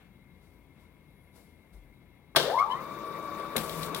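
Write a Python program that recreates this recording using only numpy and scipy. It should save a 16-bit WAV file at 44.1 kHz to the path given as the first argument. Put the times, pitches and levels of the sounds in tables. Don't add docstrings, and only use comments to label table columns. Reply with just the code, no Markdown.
import sys
import numpy as np
from scipy import signal
from scipy.fft import rfft, irfft, next_fast_len
from scipy.io import wavfile
from scipy.ndimage import map_coordinates

SR = 44100
rng = np.random.default_rng(int(sys.argv[2]) if len(sys.argv) > 2 else 0)


def put_to_file(sound):
    columns = np.atleast_2d(sound).T
    safe = np.clip(columns, -1, 1)
    whole_steps = np.round(safe * 32767)
    wavfile.write(sys.argv[1], SR, whole_steps.astype(np.int16))


N = 176400
T = np.arange(N) / SR


def amp(db):
    return 10 ** (np.asarray(db) / 20)


def unit(x):
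    return x / np.sqrt(np.mean(x ** 2) + 1e-20)


def in_time(rows):
    time_s, *columns = np.transpose(rows)
    return [np.interp(T, time_s, column) for column in columns]


def at_hz(points, hz):
    freq_hz, values = np.transpose(points)
    return np.interp(np.log(hz + 1e-9), np.log(freq_hz), values)


def drift(rate_hz):
    hop, settle = 40, 2000
    pole = np.exp(-2 * np.pi * rate_hz * hop / SR)
    white = rng.standard_normal(N // hop + settle + 2)
    slow = signal.lfilter([1], [1, -2 * pole, pole ** 2], white)[settle:]
    return np.interp(np.arange(N) / hop, np.arange(len(slow)), unit(slow))


def narrow_noise(hz, width_hz, stages=1):
    pole = np.exp(-np.pi * width_hz / SR)
    x = rng.standard_normal(N)
    for _ in range(stages):
        x = signal.lfilter([1, 0, -1], [1, -2 * pole * np.cos(2 * np.pi * hz / SR), pole ** 2], x)
    return unit(x)


def swell(start_s, level_db, attack_s, decay_s):
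    rise_db = 20 * np.minimum(T - start_s, 0) / attack_s
    fall_db = 60 * np.maximum(T - start_s, 0) / decay_s
    return amp(level_db + rise_db - fall_db)


def room(x, wet_db, t60_s):
    t = T[:SR // 2]
    tail = rng.standard_normal((2, len(t))) * amp(-60 * t / t60_s) * (t > .003)
    tail /= np.sqrt(np.sum(tail ** 2, axis=1, keepdims=True))
    return x + amp(wet_db) * signal.fftconvolve(x[None], tail, axes=1)[:, :N]


# freq_hz, coherence
COHERENCE = [(60, .8), (200, .92), (1000, .78), (3000, .5), (16000, .4)]

def noise(spectrum, flicker_db=0, size=N):
    out, edges_hz = 0, 22 * 2 ** (np.arange(30) / 3)
    white = rng.standard_normal((2, 2, size + SR // 4))
    for k, (low, high) in enumerate(zip(edges_hz, edges_hz[1:])):
        band = signal.butter(2, [low, high], "band", fs=SR, output="sos")
        mid, side = signal.sosfilt(band, white[k % 2])[:, -size:]
        hz = np.sqrt(low * high)
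        alike = at_hz(COHERENCE, hz)
        gain = amp(at_hz(spectrum, hz) + (flicker_db * drift(24)[:size] if flicker_db else 0))
        out += gain * (np.sqrt(1 + alike) * mid + np.sqrt(1 - alike) * side * [[1], [-1]])
    return unit(out)


# start_s, level_db, attack_s, decay_s
RUSTLES = [(.44, -65.5, 0.059, 0.85), (.81, -65.5, .04, 0.37), (1.362, -54.5, 0.032, 0.61),
           (1.735, -59.5, 0.013, 0.34)]
SHUFFLES = [(.01, -58.5, 0.037, 0.45), (.78, -65.5, 0.099, 0.7)]
BUMPS = [(1.745, -43, 0.039, 0.61)]

def stirrings():
    bright = noise([(500, 10.5), (2500, -9), (5200, -3.5), (6800, -9.5), (9500, -1.5), (16000, -8)])
    dull = noise([(200, -3), (800, -6), (2800, -9), (5000, -28)])
    rustle = sum(swell(*row) for row in RUSTLES) * bright
    shuffle = sum(swell(*row) for row in SHUFFLES) * dull
    hiss = narrow_noise(hz=11100, width_hz=1200, stages=2)
    hiss *= swell(start_s=1.22, level_db=-73.5, attack_s=.41, decay_s=1.8)
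    bump = sum(swell(*row) for row in BUMPS) * np.sin(2 * np.pi * 47 * T + 1.2 * drift(7.6))
    return rustle + shuffle + hiss + bump


# freq_hz, density_db
FAN_SPECTRUM = [(25, -31), (42, -10), (60, -21), (100, -4), (140, 1), (300, -6), (640, -17), (1000, -19.5),
                (1300, -25), (2200, -23), (4000, -34.5), (7000, -43.5), (11000, -34)]

def fan():
    whine = amp(-73.5) * narrow_noise(hz=2185, width_hz=180, stages=2)
    return whine + amp(-57.5) * noise(FAN_SPECTRUM, flicker_db=1.2)


# pitch_hz, level_db
HUM_TONES = [(53.8, -65.5), (80.7, -65.5), (980, -78.5), (2068, -76), (2137, -73.5), (3340, -85.5),
             (3860, -81.5), (10002, -87)]

def hum():
    out = 0
    for hz, db in HUM_TONES:
        tone = np.sqrt(2) * np.sin(2 * np.pi * hz * T + .5 * drift(2.7))
        out += amp(db) * tone * (1 + .45 * drift(17))
    return out


# centre_hz, level_db
WHISTLES = [(13428, -77), (13780, -74), (14400, -77), (15100, -75), (15563, -71)]

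def motor_electronics():
    fade_in = np.clip((T - 2.7) / .12, 0, 1)
    return fade_in * sum(amp(db) * narrow_noise(hz, width_hz=60) for hz, db in WHISTLES)


# time_s, level_db
WHIRR_LEVEL = [(2.34, -110), (2.4, -31.5), (2.6, -52), (2.8, -42), (3.22, -42), (3.38, -39.5), (3.7, -42.5),
               (4, -36.5)]
# freq_hz, density_db
WHIRR_SPECTRUM = [(40, -21), (100, -25.5), (150, -2.5), (250, -9.5), (400, -4), (600, -7), (760, -16),
                  (1100, -6), (1600, -17), (2250, -18.5), (2900, -32), (3900, -28.5), (6000, -33.5),
                  (8500, -37.5), (12000, -33)]
# centre_hz, width_hz, level_db
HOUSING_RINGS = [(460.6, 21, -58), (606, 61, -64.5), (633.3, 10, -54), (1133, 103, -49.5),
                 (2300, 290, -63.5), (3710, 91, -58.5), (4440, 190, -70)]

def rollers():
    level_db, = in_time(WHIRR_LEVEL)
    settled_db = level_db[-SR:].mean()
    rattle = sum(amp(db) * narrow_noise(hz, width_hz) for hz, width_hz, db in HOUSING_RINGS)
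    whirr = amp(level_db) * noise(WHIRR_SPECTRUM, flicker_db=3)
    return whirr + amp(level_db - settled_db) * room(rattle, wet_db=-4.5, t60_s=.54)


# time_s, level_db
SLIDE_LEVEL = [(3.55, -100), (3.58, -36), (3.66, -42.5), (3.78, -41), (3.84, -37.5), (3.89, -47),
               (3.94, -66), (3.965, -37.5), (4, -46)]
FEED_LEVEL = [(3.54, -100), (3.58, -47), (3.68, -52.5), (3.78, -39), (3.87, -42), (4, -53)]
# freq_hz, density_db
PAPER_SPECTRUM = [(60, 10), (200, 11.5), (700, -2), (2000, 1), (6500, -4.5), (10000, -0.5), (16000, -3)]

def sheet_feed():
    roller_hz = 161.5 * (1 + .0081 * drift(8.4))
    roller = np.sqrt(2) * np.sin(2 * np.pi * np.cumsum(roller_hz) / SR)
    slide = noise(PAPER_SPECTRUM, flicker_db=1.5) * amp(1.14 * drift(100))
    return amp(in_time(SLIDE_LEVEL)[0]) * slide + amp(in_time(FEED_LEVEL)[0]) * roller


def tray_boom():
    envelope = swell(start_s=3.566, level_db=-28.5, attack_s=.0034, decay_s=.27)
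    return envelope * np.sin(2 * np.pi * 204.6 * T + 1.47 * drift(37))


def struck(starts_s, hits_db, modes, spectrum, modes_db, dense_db,
           crack_t60_s, tail_db, tail_t60_s, clatter_db):
    out, t = np.zeros((2, N + SR)), T[:SR]
    dense = unit(noise(spectrum, size=2 * SR) * amp(clatter_db * drift(165)[:2 * SR]))
    envelope = amp(dense_db) * (amp(-60 * t / crack_t60_s) + amp(tail_db - 60 * t / tail_t60_s))
    attack = 1 - np.exp(-t / .00014)
    for start_s, hit_db in zip(starts_s, hits_db):
        start, pick = int(start_s * SR), rng.integers(SR)
        ringing = envelope * dense[:, pick:pick + SR]
        for hz, db, t60_s in modes:
            decay = amp(modes_db + db + rng.normal(0, .4) - 60 * t / t60_s)
            ringing += decay * np.sin(2 * np.pi * hz * t) * rng.choice([-1, 1])
        out[:, start:start + SR] += amp(hit_db) * ringing * attack
    return out[:, :N]


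# start_s, thud_db, clang_db, snap_db
KNOCKS = [(2.35, -20, -63, -62), (2.3601, -18.5, -0.5, -16), (2.3647, -10, -5.5, -4.5),
          (2.367, -7, -24, -32), (2.381, -28, -17, -20), (2.398, -32, -18, -21), (2.4995, -17.5, -60, -60),
          (3.398, -43, -35, -35), (3.556, -15, -55, -54), (3.564, -31, -35, -11.5), (3.567, -33, -54, -6.5),
          (3.5705, -22, -35, -16), (3.5795, -24, -23, -14), (3.695, -50, -26.5, -21.5),
          (3.831, -48, -26, -19), (3.9468, -43, -20.5, -15)]
# pitch_hz, gain_db, t60_s
FRAME_MODES = [(150.4, -13, 0.51), (550, 1.5, 0.077), (662, -5.5, 0.069), (1183, 2.5, 0.042),
               (1580, -6.5, .13), (1772, -9, 0.13)]
CLUTCH_MODES = [(3214, -5, .28), (3370, 6, .045), (3978, -13, .2), (5080, -13, .28), (5250, -3, .035),
                (5443, -15, .22), (5750, -18, .16), (8646, -20, .2), (9100, -7, .04)]
LATCH_MODES = [(2080, -2, 0.0087), (3835, 0, 0.03), (4185, -3, 0.023)]
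# freq_hz, density_db
FRAME_SPECTRUM = [(60, -33), (140, -17), (270, -1), (550, 15), (1100, 1.5), (1800, -6), (2600, -14),
                  (6000, -42), (16000, -17)]
CLUTCH_SPECTRUM = [(300, -51), (1700, 3.5), (2600, -17), (3400, 9), (4400, -4.5), (5400, -4), (6900, -16),
                   (8700, -9.5), (16000, -25)]
LATCH_SPECTRUM = [(300, -20), (2000, 12), (4000, 8.5), (7000, 5), (9500, 7), (12000, 14.5), (16000, -10)]

def knocks():
    starts_s, thud_db, clang_db, snap_db = np.transpose(KNOCKS)
    thud = struck(starts_s, thud_db, FRAME_MODES, FRAME_SPECTRUM, modes_db=-15, dense_db=-12.5,
                  crack_t60_s=.055, tail_db=-11, tail_t60_s=1, clatter_db=2.5)
    clang = struck(starts_s, clang_db, CLUTCH_MODES, CLUTCH_SPECTRUM, modes_db=-18, dense_db=-21,
                   crack_t60_s=.057, tail_db=-4, tail_t60_s=.56, clatter_db=1.5)
    snap = struck(starts_s, snap_db, LATCH_MODES, LATCH_SPECTRUM, modes_db=-13.5, dense_db=-12.5,
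                  crack_t60_s=.02, tail_db=-24.5, tail_t60_s=.33, clatter_db=0)
    return thud + clang + snap


# freq_hz, density_db
RASP_SPECTRUM = [(1000, 7), (2500, 8), (5500, 2), (8000, -1), (12000, 4), (16000, -17)]

def drive(run_up, partials, chatter_partials, jitter, rough, throb, grit,
          chatter_db, critical_hz, critical_width_hz, rasp_db=None):
    mesh_hz, level_db = in_time(run_up)
    phase = 2 * np.pi * np.cumsum(mesh_hz * (1 + jitter * drift(30.7))) / SR
    pinion_teeth, tone = 11, 0
    for k, db in partials:
        partial = np.sin(k * phase) * (1 + rough * drift(63))
        tone += amp(db) * (partial + grit * drift(130) * np.cos(k * phase))
    tone *= 1 + throb * np.sin(phase / pinion_teeth)
    chatter = sum(amp(db) * np.sin(k * phase) * (1 + .4 * drift(90)) for k, db in chatter_partials)
    if rasp_db is not None:
        chatter += amp(rasp_db) * noise(RASP_SPECTRUM)[0] * (1 + np.sin(phase))
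    chatter *= amp(chatter_db) / (1 + ((mesh_hz - critical_hz) / critical_width_hz) ** 4)
    fade_in = np.clip((T - run_up[0][0]) / .022, 0, 1)
    envelope = np.sqrt(2) * amp(level_db) * fade_in
    return envelope * tone, envelope * chatter


# time_s, pitch_hz, level_db
MAIN_RUN_UP = [(2.39, 220, -46), (2.44, 400, -37), (2.458, 465, -29.5), (2.49, 585, -31),
               (2.52, 750, -32.5), (2.537, 860, -28), (2.572, 990, -24.5), (2.607, 1130, -20),
               (2.626, 1225, -24), (2.655, 1154, -34), (2.72, 1118, -49)]
SECOND_RUN_UP = [(2.48, 380, -38), (2.54, 530, -36.5), (2.6, 690, -40), (2.66, 850, -38), (2.705, 985, -32),
                 (2.73, 1035, -30), (2.8, 1210, -44.5), (2.84, 1160, -53.5), (4, 1145, -60)]
BELT_RUN_UP = [(2.6, 617, -57), (2.67, 740, -60), (2.72, 850, -46), (2.78, 1000, -44.5), (2.87, 1159, -43),
               (3.1, 1150, -41.5), (3.3, 1147, -40.5), (4, 1151, -44)]
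# mesh_multiple, gain_db
GEAR_PARTIALS = [(1, -1), (2, -33)]
BELT_PARTIALS = [(.28, -10), (.355, -12), (.5, -11), (.795, -14), (.897, -16), (1, .3), (2, -19), (4, -32)]
MAIN_CHATTER = [(2, 0), (3, -12), (4, -16), (5, -17)]
SECOND_CHATTER = [(2, -14), (3, 0), (4, -16), (5, -20)]
BELT_CHATTER = [(2, 0)]

def motors():
    main = drive(MAIN_RUN_UP, GEAR_PARTIALS, MAIN_CHATTER, jitter=.008, rough=.28, throb=.5, grit=.25,
                 chatter_db=-13.5, critical_hz=1078, critical_width_hz=42, rasp_db=-15)
    second = drive(SECOND_RUN_UP, GEAR_PARTIALS, SECOND_CHATTER, jitter=.005, rough=.2, throb=.6,
                   grit=.25, chatter_db=-10, critical_hz=1010, critical_width_hz=30, rasp_db=-17)
    belt = drive(BELT_RUN_UP, BELT_PARTIALS, BELT_CHATTER, jitter=.0005, rough=.14, throb=.15, grit=.05,
                 chatter_db=-6, critical_hz=910, critical_width_hz=110)
    whine, chatter = np.add(main, second)
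    return room(whine, wet_db=-6.5, t60_s=.32) + room(chatter, wet_db=-6.5, t60_s=.18) + sum(belt)


def scene():
    background = stirrings() + fan() + hum()
    return background + knocks() + motors() + motor_electronics() + rollers() + sheet_feed() + tray_boom()


# freq_hz, gain_db
RIGHT_MIC = [(60, -7), (200, -7.5), (400, -9), (1200, -7), (2400, -7.5), (4400, -6), (6000, -11),
             (8200, -26), (11000, -21), (15000, -17)]
# freq_hz, spread_rad
PHASE_SCATTER = [(300, .1), (1200, .45), (2200, 1.7), (5000, 2.4)]

def record(dry):
    size = next_fast_len(N + SR // 4)
    hz = np.fft.rfftfreq(size, 1 / SR)
    ripple = map_coordinates(rng.standard_normal(64), [hz / 400], order=3)
    response = amp(at_hz(RIGHT_MIC, hz)) * np.exp(1j * at_hz(PHASE_SCATTER, hz) * ripple)
    right = irfft(rfft(dry[1], size) * response, size)[:N]
    pair = amp(db=1) * np.array([dry[0], right])
    low_cut = signal.butter(4, 35, "high", fs=SR, output="sos")
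    high_cut = signal.ellip(12, .1, 80, 16000, fs=SR, output="sos")
    return signal.sosfilt(high_cut, signal.sosfilt(low_cut, pair))


dry = scene()
out = record(dry)
put_to_file(out)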